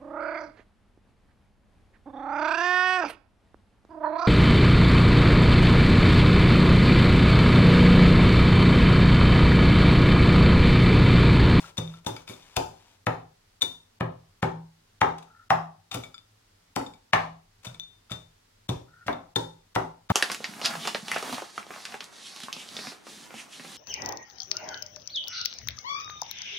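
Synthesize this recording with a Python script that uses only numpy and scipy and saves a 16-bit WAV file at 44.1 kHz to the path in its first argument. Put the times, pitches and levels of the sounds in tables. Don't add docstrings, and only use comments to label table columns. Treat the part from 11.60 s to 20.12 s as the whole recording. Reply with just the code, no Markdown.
import sys
import numpy as np
from scipy import signal
from scipy.fft import rfft, irfft, next_fast_len
from scipy.io import wavfile
from scipy.ndimage import uniform_filter1d, minimum_filter1d

SR = 44100
rng = np.random.default_rng(int(sys.argv[2]) if len(sys.argv) > 2 else 0)


def to_wav(s):
    ch = np.atleast_2d(s).T
    pcm = np.round(np.clip(ch, -1, 1) * 32767)
    wavfile.write(sys.argv[1], SR, pcm.astype(np.int16))


def volts(x):
    e = np.asarray(x, float) / 20
    return 10 ** e


N = 375732
PAD = SR // 2
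M = N + 3 * PAD

# (frequency [Hz], density [dB per Hz])
AIR_COLOUR = [(15, -85.5), (25, 3.5), (70, -24.5), (102, -2.5), (137, -32), (170, -20), (373, -26.5),
              (405, -22), (560, -25.5), (2000, -28), (2350, -30), (4740, -29.5), (16000, -43)]
# (frequency [Hz], likeness [-1 to 1])
LIKENESS = [(100, 0.99), (200, 0.96), (300, 0.74), (500, -0.53), (1000, 0.088), (3000, 0.025),
            (12000, -0.088)]
# (time [s], knock peak [dB], cushion of nuts under the pestle [dB], table thump [dB], table drum [dB])
BLOWS = [(-0.11, -46, 10, -46, -45), (0.183, -33, 20, -27, -33), (0.465, -26, 29, -28.5, -44.5),
         (0.695, -46, 20, -43, -56), (0.969, -19, 38, -33.5, -45), (1.468, -15, 5.5, -25, -33.5),
         (2.023, -37, 31, -44, -53), (2.408, -20, 7.5, -24, -35), (2.828, -17.5, 6, -24.5, -28),
         (3.415, -8.5, 7.5, -28, -36), (3.904, -8, 8.5, -29, -32.5), (4.346, -30.5, 14, -34.5, -51.5),
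         (5.163, -19.5, 15, -32.5, -57.5), (5.212, -41, 3.5, -64.5, -67.5), (5.533, -7.5, 3, -29.5, -33.5),
         (6.068, -62, 5.5, -39.5, -53), (6.513, -40, 18, -34.5, -54), (7.091, -26.5, 31.5, -24.5, -36.5),
         (7.463, -51, 4.5, -43, -62), (7.481, -17, 7, -40, -46.5), (7.761, -22.5, 9, -30.5, -40.5),
         (8.160, -14.5, 10, -28.5, -38), (8.501, -13.5, 15, -20, -25)]
# (frequency [Hz], width [Hz], level [dB])
WOOD = [(632, 150, -9), (781, 90.5, 1), (890, 95, 1), (1050, 120, -1.5), (1290, 260, -5.5)]
# (frequency [Hz], width [Hz], level [dB])
CAVITY = [(270, 53, -1.5), (383.5, 23.7, 2), (516.6, 63, -1.5)]
# (frequency [Hz], width [Hz], level [dB])
HARD = [(1540, 170, 0), (2110, 554, 2.5), (2890, 730, -3.5), (4060, 1100, -15)]
# (frequency [Hz], level [dB], t60 [s])
TABLE = [(119.6, 4, 0.18), (102, -13.5, 0.086), (181, 2, 0.075), (46, -15, 0.58)]
# (frequency [Hz], level [dB], t60 [s])
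DRUM = [(164, 0, 1.1)]
# (frequency [Hz], t60 [s])
KITCHEN_T60 = [(100, 0.41), (300, 0.3), (800, 0.38), (2000, 0.28), (5000, 0.39), (12000, 0.37)]
# (frequency [Hz], level [dB])
WALLS = [(100, 16.5), (400, 7.5), (1000, 0.5), (3000, -7.5), (8000, -8), (15000, -8.5)]
# (frequency [Hz], left over right [dB])
LEFT = [(100, -0.1), (250, 2), (600, 3.5), (1300, 3.5), (2400, 4), (4400, 11), (8000, 7), (13000, 17)]
# (time [s], length [s], level [dB])
SLIDES = [
    (-.05, .18, -51),
    (0.188, 0.23, -59.5),
    (0.514, 0.14, -58),
    (0.725, 0.27, -59),
    (1.055, 0.33, -64.5),
]
# (frequency [Hz], density [dB per Hz])
NUT = [(180, -25), (300, -21), (850, -9.5), (2000, -13.5), (2480, -8.5), (2800, -11.5), (3600, -10),
       (4100, -15.5), (6200, -14.5), (9000, -22), (13000, -32.5), (16000, -36)]
# (time of the loudest moment [s], level [dB], decay [ms], brightness [dB per octave])
CRUNCHES = [(-.03, -31, 18, 3.6), (0.1791, -26, 10.8, 0), (0.465, -27, 17, 2.7), (0.6878, -35, 30, 2.5),
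            (0.9654, -11.5, 2.3, 0.5), (1.4652, -28.5, 3.7, 4), (2.0213, -18, 5.9, 3.5),
            (2.4039, -31, 2.4, -4.5), (2.824, -29, 19, -2.5), (3.4121, -19, 4.2, -1.4),
            (3.903, -23, 10.4, -1), (4.3407, -23, 8.3, 3.4), (5.161, -17, 0.9, 1.3),
            (5.5324, -20, 12, -2.5), (6.0467, -32.5, 20, 0.5), (6.5167, -32, 16, 0.1),
            (7.0899, -26, 8.2, 0.9), (7.4804, -47, 8, 0.5), (7.7608, -21.5, 5, 0.9), (8.1518, -24, 5.6, 0),
            (8.5034, -23, 6.2, -3.6)]
# (time [s], level [dB], decay [ms])
SNAPS = [(0.170, -33.5, 8), (0.4467, -39, 2.7), (0.5628, -36, 3.1), (0.6751, -37, 6.7), (2.0099, -36.5, 3),
         (3.5822, -39, 6.3), (3.6251, -44, 9.1), (4.3141, -29.5, 24), (4.4374, -41.5, 14),
         (6.0324, -45, 6.4), (6.1427, -45.5, 7.9), (6.1966, -44.5, 3.4), (6.5051, -34.5, 9.5),
         (7.1086, -40.5, 31), (7.466, -34.5, 19), (8.4903, -48, 8)]
# (time [s], at the rim [dB], low on the wall [dB], brightness [dB per octave])
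TICKS = [(0.0423, -69, -57, -21), (0.2763, -52, -69.5, 0), (0.2950, -55.5, -69, -2),
         (0.3394, -62, -64, -32), (0.5651, -45, -44, -1.5), (0.678, -70, -45.5, -8), (0.6963, -52, -49, -6),
         (0.7344, -43.5, -63.5, 0), (0.824, -57, -80, -11), (4.3136, -41.5, -47, 4.5),
         (4.3425, -50, -38.5, -3.5), (4.3725, -70, -50, -5.5), (4.4363, -70, -50, 4.5),
         (4.5431, -70, -48.5, 0), (4.58, -55, -61, 0), (5.264, -70, -55.5, 1), (5.3368, -80, -66, 7.5),
         (6.0681, -39.5, -67, 3), (6.1459, -62, -55, -1), (6.2344, -50.5, -79.5, 0),
         (6.4974, -63.5, -54, -3.5), (6.5171, -38.5, -50.5, -4.5), (7.5288, -45, -52, -26),
         (8.4956, -50, -42, -5)]
# (time [s], level at the rim [dB])
GLANCES = [
    (0.1784, -29),
    (.464, -33),
    (.967, -35),
    (2.012, -44),
    (2.0195, -24),
    (6.1975, -34.5),
    (7.092, -34.5),
    (7.759, -28.5),
]
# (frequency [Hz], level [dB], t60 [s])
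BOWL = [
    [(3630, 0, .065), (3605, -12, .3), (3505, -4, .06)],
    [(1340, 0, .04)],
    [(2290, 0, .07), (2480, -2, .04), (4850, -3, .05)],
    [(6050, 0, .05), (6200, -4, .04)],
    [(7100, 0, .05), (8130, -7, .04)],
]
RIM_SHARE = [0, -40, -36, -10, -24]
BELLY_SHARE = [0, -1, -2, -26, -9]
# (time [s], length [s], level [dB], pitch [Hz])
DRAGS = [
    (3.66, .2, -71, 1350),
    (7.268, .185, -70, 1380),
]


def unit(x):
    return x / np.sqrt(np.mean(x ** 2) + 1e-20)


def along(points, hz):
    f, v = np.transpose(points)
    return np.interp(np.log(hz + 1), np.log(f + 1), v)


def filtered(x, response):
    m = next_fast_len(x.shape[-1] + 8192)
    return irfft(rfft(x, m) * response(np.fft.rfftfreq(m, 1 / SR)), m)[..., :x.shape[-1]]


def add(track, s, x):
    track[..., PAD + round(s * SR):][..., :x.shape[-1]] += x


def paired(two):
    def mid_side(hz):
        turn = np.arccos(np.clip(along(LIKENESS, hz), -1, 1)) / 2
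        return np.array([np.cos(turn), np.sin(turn)])

    mid, side = filtered(two, mid_side)
    return np.array([mid + side, mid - side])


def air():
    noise = filtered(rng.standard_normal((2, M)), lambda hz: volts(along(AIR_COLOUR, hz)))
    return volts(-61) * unit(paired(noise))


def body(modes):
    return lambda f: sum((-1) ** k * volts(db) * 1j * f * w / (c * c - f * f + 1j * f * w)
                         for k, (c, w, db) in enumerate(modes))


def ring(modes, t, scatter_db, attack):
    tone = 0
    for hz, db, t60 in modes:
        struck_db = db + scatter_db * rng.standard_normal()
        tone = tone + volts(struck_db - 60 * t / t60) * np.sin(2 * np.pi * hz * t)
    return tone * (1 - np.exp(-t / attack))


def pestle():
    near, thump, t = np.zeros(M), np.zeros(M), np.arange(PAD) / SR
    thump_lag_s = .0005
    stiff_hz = 60
    choke = np.exp(-(t / .24) ** 4)
    for s, knock_db, cushion_db, thump_db, drum_db in BLOWS:
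        cavity_db = min(-12.5 + 0.68 * knock_db, -27)
        hard_db = knock_db - cushion_db
        push = .03 * rng.standard_normal(PAD) * (t / .003) * volts(-60 * t / .016)
        moments = np.array([-rng.integers(60, 100), 0, rng.integers(40, 120)])
        push[SR // 250 + moments] = .3, 1, .25
        parts = [(knock_db + 34, WOOD), (cavity_db + 39.0, CAVITY), (hard_db + 30.5, HARD)]
        knock = filtered(push[:SR // 5], lambda f: sum(volts(db) * body(modes)(f) for db, modes in parts))
        add(near, s - .003, knock)
        add(thump, s + thump_lag_s, volts(thump_db) * ring(TABLE, t, scatter_db=1.5, attack=0.00081))
        add(thump, s + thump_lag_s, volts(drum_db) * choke * ring(DRUM, t, scatter_db=0.5, attack=0.0027))
    return near, filtered(thump, lambda hz: (1j * hz / (stiff_hz + 1j * hz)) ** 2)


def placed(x, lead):
    side = np.array([[.5], [-.5]])
    return filtered(x, lambda hz: volts(side * along(LEFT, hz)) * np.exp(2j * np.pi * hz * side * lead))


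def kitchen(x):
    out, stretch = np.zeros((2, M + SR)), SR // 5
    for start in range(0, M, stretch):
        hz, t, z = signal.stft(rng.standard_normal((2, 24000)), SR, nperseg=256)
        tail_db = along(WALLS, hz)[:, None] - 60 * t / along(KITCHEN_T60, hz)[:, None]
        tail = signal.istft(z * volts(tail_db), SR, nperseg=256)[1]
        wet = signal.fftconvolve(x[None, start:start + stretch], tail / 40, axes=1)
        out[:, start + 130:][:, :wet.shape[1]] += wet
    return paired(out[:, :M])


def stroke(t, s, length, edge):
    return np.clip(np.minimum(t - s, s + length - t) / edge, 0, 1) ** 2


def crackle(size, share, spread_db, bright_db=0):
    strength = volts(spread_db * np.minimum(rng.exponential(size=size), 3))
    clicks = (rng.random(size) < share) * strength * rng.standard_normal(size)
    return unit(filtered(clicks, lambda hz: volts(along(NUT, hz) + bright_db * np.log2(hz / 6000 + 0.037))))


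def sliding():
    t = (np.arange(M) - PAD) / SR
    slide = sum(volts(db) * stroke(t, s, length, edge=.03) for s, length, db in SLIDES)
    return slide * crackle(M, share=0.14, spread_db=2.5, bright_db=-1.0)


def nuts():
    out, t = np.zeros(M), np.arange(SR // 4) / SR - .05
    press_ms, snap_ms, snap_bright_db = 2.2, 2, -.7
    rows = [(*row, press_ms) for row in CRUNCHES] + [(*row, snap_bright_db, snap_ms) for row in SNAPS]
    for s, db, fall_ms, bright_db, rise_ms in rows:
        swell = np.exp(-np.abs(t) * 1000 / np.where(t < 0, rise_ms, fall_ms + 0.071))
        clicks = crackle(len(t), share=0.43, spread_db=6.0, bright_db=bright_db)
        add(out, s + t[0] + .002, volts(db - 8.5) * swell * clicks)
    return out


def bowl():
    out, t = np.zeros(M), np.arange(PAD) / SR
    octaves = np.log2([modes[0][0] / 2000 for modes in BOWL])
    glances = [(s, db, -99, 0) for s, db in GLANCES]
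    for s, rim_db, belly_db, bright_db in glances + list(TICKS):
        from_rim_db = rim_db + np.array(RIM_SHARE)
        from_belly_db = belly_db + np.array(BELLY_SHARE) + bright_db * octaves
        rings_db = np.maximum(from_rim_db, from_belly_db)
        rings_db[3] += -9 * (belly_db > -75)
        tone = sum(volts(db + 4.0) * ring(modes, t, scatter_db=5, attack=0.00021)
                   for db, modes in zip(rings_db, BOWL))
        tone[:2] += volts(max(rings_db) - 3) * np.array([1, -1])
        skid = 1 + 0.15 * unit(uniform_filter1d(rng.standard_normal(PAD), 150))
        add(out, s, tone * skid)
    return out


def dragging():
    out, t = np.zeros(M), (np.arange(M) - PAD) / SR
    rise_hz_per_s, swell_db = 200, 7
    for s, length, db, hz in DRAGS:
        fuzz = unit(uniform_filter1d(uniform_filter1d(rng.standard_normal((2, M)), 190), 190))
        u = np.clip(t - s, 0, length)
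        turn = 2 * np.pi * (hz * t + rise_hz_per_s * u ** 2 / 2)
        tone = fuzz[0] * np.cos(turn) + fuzz[1] * np.sin(turn)
        tone += .3 * fuzz[1] * np.cos(1.29 * turn)
        level = volts(db + 12.5 - swell_db * np.abs(3 * u / length - 2) / 2)
        out += level * stroke(t, s, length, edge=.012) * tone
    return out


def scene():
    near, thump = pestle()
    near = near + nuts()
    rim = sliding() + bowl() + dragging()
    walls = kitchen(near + .4 * rim + .07 * thump)
    walls = filtered(walls, lambda hz: volts(0.38 * np.array([[1], [-1]]) * along(LEFT, hz)))
    mix = placed(near + rim, lead=.0001) + thump + volts(5.0) * walls
    return mix[:, PAD:PAD + N]


def band_limit(x):
    return signal.sosfilt(signal.butter(12, 16510, fs=SR, output="sos"), x)


def record(dry):
    loud_db = 10 * np.log10(np.abs(uniform_filter1d(np.mean(dry ** 2, 0), 220)) + 1e-12)
    over_db = np.clip(loud_db + 35.5, 0, None)
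    ahead_db = -minimum_filter1d(-over_db, 1400)
    after_db = signal.lfilter([1 / 6000], [1, 1 / 6000 - 1], over_db)
    floor = air()[:, :N] * volts(-uniform_filter1d(1.1 * ahead_db, 130) - 1.4 * after_db)
    band = lambda hz: (hz < 16100) * (1j * hz / (35 + 1j * hz)) ** 2
    heard = filtered(dry + floor, band)
    heard = heard / (1 + np.abs(heard / .9) ** 4) ** .25
    return band_limit(heard)


dry = scene()
out = record(dry)
to_wav(out)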